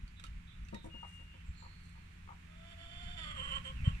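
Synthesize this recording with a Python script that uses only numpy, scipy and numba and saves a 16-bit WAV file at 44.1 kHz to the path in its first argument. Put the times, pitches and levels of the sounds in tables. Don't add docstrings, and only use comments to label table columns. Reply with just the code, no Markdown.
import sys
import numpy as np
from scipy import signal
from scipy.fft import rfft, irfft, next_fast_len
from scipy.io import wavfile
from scipy.ndimage import uniform_filter1d, map_coordinates
from numba import njit

SR = 44100
rng = np.random.default_rng(int(sys.argv[2]) if len(sys.argv) > 2 else 0)


def master_out(mix):
    frames = np.transpose(np.atleast_2d(mix))
    ceiling = np.clip(frames, -1, 1)
    pcm = np.round(ceiling * 32767).astype(np.int16)
    wavfile.write(sys.argv[1], SR, pcm)


N = 176400


def amp(db):
    return 10 ** (np.asarray(db) / 20)


def unit(x):
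    return x / np.sqrt(np.mean(x ** 2) + 1e-20)


def clock():
    return np.arange(N) / SR


def along(points, hz):
    freqs, values = np.transpose(points)
    return np.interp(np.log(hz + 1), np.log(freqs + 1), values)


def curve(points):
    times, values = np.transpose(points)
    return np.interp(clock(), times, values)


def gate(start, end, fade_s=0.0034):
    return np.clip(np.minimum(clock() - start, end - clock()) / fade_s + .5, 0, 1)


def loudness(points):
    return amp(curve(points)) * gate(points[0][0], points[-1][0])


def swells(rows):
    return sum(amp(db) * np.exp(-((clock() - centre) / half) ** 2) for centre, half, db in rows)


def wobble(rate):
    return map_coordinates(rng.standard_normal(8192), [clock() * rate], mode="wrap")


def tone(hz):
    return np.sqrt(2) * np.sin(2 * np.pi * np.cumsum(hz) / SR)


def filtered(x, response):
    size = next_fast_len(N + SR // 4)
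    return irfft(rfft(x, size) * response(np.fft.rfftfreq(size, 1 / SR)), size)[..., :N]


def pan(x, db):
    ratio = amp(db)
    return np.array([2 * ratio / (1 + ratio) * x, 2 / (1 + ratio) * x])


def steady(x):
    return x / np.sqrt(np.abs(uniform_filter1d(x * x, size=1100)) + 1e-14)


@njit
def three_poles(x, hz, width_hz):
    y = np.zeros(len(x))
    a, b, c = 0j, 0j, 0j
    radius = np.exp(-np.pi * width_hz / SR)
    for i in range(len(x)):
        angle = 2 * np.pi * hz[i] / SR
        pole = radius * complex(np.cos(angle), np.sin(angle))
        a = a * pole + (1 - radius) * x[i] + 1e-20
        b = b * pole + (1 - radius) * a
        c = c * pole + (1 - radius) * b
        y[i] = c.real
    return y


def resonate(x, hz, width_hz):
    return three_poles(x, hz * np.ones(len(x)), float(width_hz))


def yard_echo(x, t60_s=0.17):
    t = np.arange(SR // 2) / SR
    onset = 1 - np.exp(-t / 0.00083)
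    tail = rng.standard_normal((2, len(t))) * amp(-60 * t / t60_s) * onset
    return signal.fftconvolve(x, tail / np.linalg.norm(tail[0]), axes=1)[:, :N]


# frequency in Hz, relative level in dB.
HISS_SPECTRUM = [(150, -34), (250, 0.5), (405, -6.5), (534, -16), (1380, -1.5), (2360, 0), (3630, -9.5),
                 (5040, -17), (7640, -17.5), (15500, -33)]
# time in seconds, level in dB.
HISS_LEVEL = [(0, -64), (2.3, -63), (3.6, -58)]
# frequency in Hz, left minus right in dB.
HISS_BALANCE = [(900, 1.5), (2380, -11), (6000, -1.5)]
# frequency in Hz, left-right correlation.
HISS_CORRELATION = [(2200, 0.12), (8000, 0.023)]


def yard_hiss():
    def mid_side_gains(hz):
        angle = np.arccos(along(HISS_CORRELATION, hz)) / 2
        return amp(along(HISS_SPECTRUM, hz)) * [np.cos(angle), np.sin(angle)]

    mid, side = filtered(rng.standard_normal((2, N)), mid_side_gains)
    stereo = np.array([mid + side, mid - side])
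    hiss = unit(filtered(stereo, lambda hz: pan(1, along(HISS_BALANCE, hz))))
    return hiss * amp(curve(HISS_LEVEL) + 0.38 * wobble(7.35))


# frequency in Hz, level in dB.
DRONE_PARTIALS = [(86, -61), (172, -65)]


def drone():
    return sum(amp(db + 2.52 * wobble(5.8)) * tone(hz * (1 + 0.01503 * wobble(12)))
               for hz, db in DRONE_PARTIALS)


# frequency in Hz, relative level in dB.
RUMBLE_SPECTRUM = [(25, -1.5), (50, 4.5), (85, -3.5), (120, -6.5), (175, -10), (240, -17), (350, -40.5),
                   (1500, -110)]
# time in seconds, level in dB.
RUMBLE_LEVEL = [(0, -53), (2.6, -56), (3.55, -45.5), (4, -49)]
# centre in seconds, half length in seconds, level in dB.
GUSTS = [(.04, 0.0079, -38.5), (.35, 0.051, -52.5), (.64, 0.075, -51), (1.5, 0.012, -42.5),
         (3.07, 0.077, -51), (3.85, 0.082, -35)]
GUST_CUTOFF_HZ = 91


def microphone_rumble():
    rumble = unit(filtered(rng.standard_normal(N), lambda hz: amp(along(RUMBLE_SPECTRUM, hz))))
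    deep = unit(filtered(rumble, lambda hz: 1 / np.hypot(1, hz / GUST_CUTOFF_HZ)))
    return rumble * amp(curve(RUMBLE_LEVEL)) + deep * swells(GUSTS)


def microphone_bump(centre_s=3.8795, hz=97.1, peak_db=-14.5):
    phase_squared = (np.pi * hz * (clock() - centre_s)) ** 2
    return amp(peak_db) * (1 - 2 * phase_squared) * np.exp(-phase_squared)


# time in seconds, level in dB.
WHISTLE_LEVEL = [(0.9, -67), (0.946, -53), (1.09, -58), (1.12, -69), (1.135, -58), (1.22, -59),
                 (1.258, -71), (1.296, -64), (1.36, -68)]
WHISTLE_HZ, WHISTLE_SAG_HZ_PER_S, WHISTLE_PAN_DB = 2845, 120, 9


def bird_whistle():
    sinking_hz = WHISTLE_HZ - WHISTLE_SAG_HZ_PER_S * (clock() - WHISTLE_LEVEL[0][0])
    pitch = sinking_hz * (1 + 0.0028 * wobble(38.1))
    return pan(loudness(WHISTLE_LEVEL) * tone(pitch), WHISTLE_PAN_DB)


# time in seconds, level in dB.
TRILL_LEVEL = [(1.52, -81), (1.588, -65.5), (2.15, -86)]
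TRILL_HZ, TRILL_SPREAD_HZ = 4270, 144


def bird_trill():
    return loudness(TRILL_LEVEL) * tone(TRILL_HZ + TRILL_SPREAD_HZ * wobble(700))


# start in seconds, length in seconds, pitch in Hz, level in dB.
PEEPS = [(0.16, 0.031, 3600, -69), (0.468, 0.035, 3513, -65.5), (0.735, 0.027, 3730, -64.5),
         (0.803, 0.028, 3620, -73), (1.312, 0.015, 3065, -69.5), (1.374, 0.025, 2690, -67),
         (1.455, 0.016, 7310, -73.5), (1.562, 0.075, 7050, -73.5)]
PEEP_ATTACK_S, PEEP_T60_S = 0.0083, 0.25
PEEP_BUZZ_HZ, PEEP_BUZZ_GAIN, PEEP_WARBLE_DEPTH = 319, 0.57, 0.0089


def peeps():
    out = np.zeros(N)
    for start, length, hz, db in PEEPS:
        t = np.maximum(clock() - start, 0)
        attack = np.minimum(t / PEEP_ATTACK_S, 1)
        decay = amp(-60 * np.maximum(t - length, 0) / PEEP_T60_S)
        pitch = hz * (1 + PEEP_WARBLE_DEPTH * wobble(350))
        sidebands = tone(pitch + PEEP_BUZZ_HZ) + .5 * tone(pitch - PEEP_BUZZ_HZ)
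        out += amp(db) * attack * decay * (tone(pitch) + PEEP_BUZZ_GAIN * sidebands)
    return out


# centre in seconds, half length in seconds, level in dB.
RUSTLES = [(.85, 0.022, -71.5), (1.12, 0.11, -74.5), (1.87, 0.069, -76.5)]
RUSTLE_GRAIN_DB, DUCKLING_PAN_DB = 5.5, -7


def rustles():
    grains = rng.standard_normal(N) * amp(RUSTLE_GRAIN_DB * wobble(770))
    crackle = unit(resonate(grains, hz=7800, width_hz=6800))
    return pan(swells(RUSTLES) * crackle, DUCKLING_PAN_DB)


# start in seconds, level in dB.
KNOCKS = [(0.235, -66.5), (.727, -47), (.744, -47), (0.843, -51.5), (0.859, -50.5), (0.942, -55.5),
          (1.194, -64), (1.339, -64)]
# frequency in Hz, relative peak in dB, T60 in seconds.
FEEDER_MODES = [(229.5, -1, 0.16), (315, 1.5, 0.057), (445, -4.5, 0.028), (544, 3, 0.021), (922, -3, 0.099)]
SCUFF_T60_S, KNOCK_PAN_DB = 0.092, 3.5


def feeder_knocks():
    out = np.zeros(N + SR)
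    t = np.arange(SR // 4) / SR
    for start, db in KNOCKS:
        scuff = rng.standard_normal(len(t)) * amp(-60 * t / SCUFF_T60_S)
        for hz, mode_db, t60 in FEEDER_MODES:
            mode = np.sin(2 * np.pi * hz * t) * amp(-60 * t / t60)
            ring = signal.fftconvolve(scuff, mode)[:len(t)]
            out[int(start * SR):][:len(t)] += amp(db + mode_db) * ring / np.abs(ring).max()
    return pan(out[:N], KNOCK_PAN_DB)


# start in seconds, level in dB, ring frequency in Hz.
TAPS = [(0.078, -58.5, 4500), (0.197, -51, 3470), (0.2393, -44.5, 1290), (0.2521, -56, 3770),
        (0.266, -54, 2920), (0.65, -66, 6150), (0.6855, -54, 2610), (0.7448, -48, 1880)]
# frequency in Hz, relative level in dB.
CLICK_SPECTRUM = [(500, -5), (2500, 6), (8500, -6), (16000, -28)]
TAP_T60_S = .025


def beak_taps():
    clicks, rings = np.zeros((2, N + SR))
    t = np.arange(SR // 10) / SR
    for start, db, hz in TAPS:
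        click = amp(db - 60 * t / TAP_T60_S) * rng.standard_normal(len(t))
        ring = resonate(click, hz, width_hz=0.22 * hz)
        clicks[int(start * SR):][:len(t)] += click
        rings[int(start * SR):][:len(t)] += click.std() * unit(ring)
    coloured = filtered(clicks[:N], lambda hz: unit(amp(along(CLICK_SPECTRUM, hz))))
    return pan(coloured + rings[:N], DUCKLING_PAN_DB)


# start in seconds, length in seconds, level in dB.
CLUCKS = [(1.026, 0.028, -50.5), (1.623, 0.051, -59.5), (1.953, 0.04, -68.5), (2.277, 0.056, -54.5)]
# centre in Hz, width in Hz, relative gain in dB.
CLUCK_FORMANTS = [(510, 210, -11.5), (950, 275, -1.5), (1160, 310, -4), (2150, 200, -19)]
CLUCK_PULSE_HZ, CLUCK_PAN_DB = 75, 4.5


def clucks():
    cycles = np.cumsum(CLUCK_PULSE_HZ * np.exp(0.15 * wobble(60))) / SR
    puffs = rng.standard_normal(N) * np.exp(-(cycles % 1) / 0.26)
    voice = steady(sum(amp(db) * resonate(puffs, hz, width) for hz, width, db in CLUCK_FORMANTS))
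    envelope = sum(amp(db) * gate(start, start + length) for start, length, db in CLUCKS)
    return pan(voice * envelope, CLUCK_PAN_DB)


# start in seconds, length in seconds, level in dB.
WHEEZES = [(3.759, 0.1, -59.5), (3.915, .085, -60)]
WHEEZE_HZ, WHEEZE_FALL_HZ_PER_S = 2890, 8500
HEN_FADE_S, HEN_PAN_DB = 0.023, -9.5


def wheezes():
    out = np.zeros(N)
    for start, length, db in WHEEZES:
        centre_hz = WHEEZE_HZ - WHEEZE_FALL_HZ_PER_S * np.clip(clock() - start, 0, .1)
        breath = unit(resonate(rng.standard_normal(N), centre_hz, width_hz=560))
        out += amp(db) * gate(start, start + length, HEN_FADE_S) * breath
    return pan(out, HEN_PAN_DB)


BREAK_START_S, BREAK_END_S = 3.22, 3.404


def voice_break(whine, cackle):
    progress = np.clip((clock() - BREAK_START_S) / (BREAK_END_S - BREAK_START_S), 0, 1)
    return whine + (cackle - whine) * progress


# time in seconds, pitch in Hz.
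HEN_PITCH = [(2.5, 312), (2.71, 339.1), (2.77, 336.8), (3.155, 352.5), (3.185, 320.7), (3.23, 322),
             (3.26, 300.4), (3.335, 295.8), (3.36, 309.2), (3.38, 264), (3.415, 263.2), (3.435, 293.3),
             (3.465, 273.5), (3.49, 300.5), (3.515, 266.9), (3.55, 282.7), (3.585, 269.3), (3.635, 305.5),
             (3.665, 259.1), (3.71, 269.9), (3.835, 318.4), (3.865, 265.3), (3.91, 282.2)]
FLUTTER_DEPTH, PULSE_SCATTER_DB = 0.0112, 0.5


def syrinx():
    pitch = curve(HEN_PITCH) * (1 + FLUTTER_DEPTH * wobble(45))
    jitter = voice_break(0.016, 0.011) * wobble(300)
    cycles = np.cumsum(pitch) / SR + jitter
    from_pulse = (cycles + .5) % 1 - .5
    pulses = np.sinc(from_pulse * SR / pitch / 2) * np.cos(np.pi * from_pulse) ** 2
    pulses = unit(pulses * amp(PULSE_SCATTER_DB * wobble(270)))
    rasp = unit(rng.standard_normal(N) * np.exp(-(cycles % 1) / 0.59))
    rasp_mix = voice_break(0.24, .15)
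    return np.sqrt((1 - rasp_mix) / 2) * pulses + np.sqrt(rasp_mix) * rasp, cycles


# whine centre in Hz, whine gain in dB, cackle centre in Hz,
# cackle gain in dB, width in Hz. Gains are relative.
HEN_FORMANTS = [(1853, -1.5, 1850, -2, 1420), (3125, 5.5, 2960, 7.5, 380), (3490, 10, 3100, 14, 166),
                (4545, -8, 4310, -19, 510), (5380, -15, 5150, -32, 420), (7220, -10.5, 7630, -13.5, 650),
                (9190, -17.5, 8950, -24, 570)]
THROAT_WANDER_DEPTH, SIZZLE_DB, SIZZLE_PULSE_DB = .009, -23, 4


def throat(source):
    stretch = 1 + THROAT_WANDER_DEPTH * wobble(22)
    voice = np.zeros(N)
    for whine_hz, whine_db, cackle_hz, cackle_db, width in HEN_FORMANTS:
        centre_hz = stretch * voice_break(whine_hz, cackle_hz)
        voice += amp(voice_break(whine_db, cackle_db)) * resonate(source, centre_hz, width)
    sizzle = unit(resonate(source, hz=7900, width_hz=5200))
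    sizzle_gain = voice_break(0, 1) * amp(SIZZLE_DB + SIZZLE_PULSE_DB * wobble(70))
    return steady(voice) + sizzle_gain * sizzle


def rough_harmonic(cycles, order):
    scatter = voice_break(.33, .5) * (wobble(140) + 1j * wobble(140))
    return unit(np.real((1 + scatter) * np.exp(2j * np.pi * order * cycles)))


# start in seconds, length in seconds, effort at the start in dB,
# effort at the end in dB, fourth harmonic level in dB.
SYLLABLES = [(2.483, 0.26, -80, -61.5, -72), (2.774, 0.38, -61.5, -55, -72.5),
             (3.168, 0.08, -51.5, -52, -55.5), (3.242, 0.086, -55, -50.5, -52.5),
             (3.341, 0.022, -52, -56, -51), (3.37, 0.099, -47, -50.5, -53.5),
             (3.457, 0.036, -66, -43.5, -52.5), (3.502, 0.08, -46.5, -45, -48),
             (3.648, 0.061, -49, -52.5, -55.5), (3.848, 0.057, -47.5, -55.5, -55)]
BRIGHT_GAIN_DB, SHUDDER_DB = 3, 1
SECOND_GAIN_DB, SECOND_EXPONENT, SECOND_PAN_DB = -36, 0.44, 3.5
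FOURTH_LAG_S, FOURTH_PAN_DB = 0.012, -3


def hen():
    source, cycles = syrinx()
    bright = throat(source)
    effort, fourth_gain = np.zeros((2, N))
    for start, length, start_db, end_db, fourth_db in SYLLABLES:
        end = start + length
        effort += amp(curve([(start, start_db), (end, end_db)])) * gate(start, end, HEN_FADE_S)
        fourth_gain += amp(fourth_db) * gate(start + FOURTH_LAG_S, end + FOURTH_LAG_S, HEN_FADE_S)
    effort *= amp(SHUDDER_DB * wobble(70))
    voice = amp(BRIGHT_GAIN_DB) * effort * bright
    fourth = fourth_gain * rough_harmonic(cycles, order=4)
    second = amp(SECOND_GAIN_DB) * effort ** SECOND_EXPONENT * rough_harmonic(cycles, order=2)
    return pan(voice, HEN_PAN_DB) + pan(fourth, FOURTH_PAN_DB) + pan(second, SECOND_PAN_DB)


NEAR_ECHO_DB, CALLS_ECHO_DB, CALLS_PAN_DB = -5, 0.5, -7.5


def scene():
    near = hen() + wheezes() + clucks() + beak_taps() + feeder_knocks() + rustles()
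    near += amp(NEAR_ECHO_DB) * yard_echo(near)
    calls = pan(peeps() + bird_trill(), CALLS_PAN_DB)
    birds = calls + bird_whistle() + amp(CALLS_ECHO_DB) * yard_echo(calls)
    return near + birds + yard_hiss() + drone() + microphone_rumble() + microphone_bump()


# frequency in Hz, left minus right in radians.
PORT_PHASE = [(30, 0.14), (170, 0.33), (520, 2.47), (1210, 1.96), (2240, 3.37), (2840, 7.65), (8960, 25.9),
              (15200, 28)]
BAND_LIMIT_HZ = 15700


def record(dry):
    def response(hz):
        phase = np.outer([.5, -.5], along(PORT_PHASE, hz))
        return np.exp(1j * phase) * (hz < BAND_LIMIT_HZ)

    return filtered(dry, response)


dry = scene()
out = record(dry)
master_out(out)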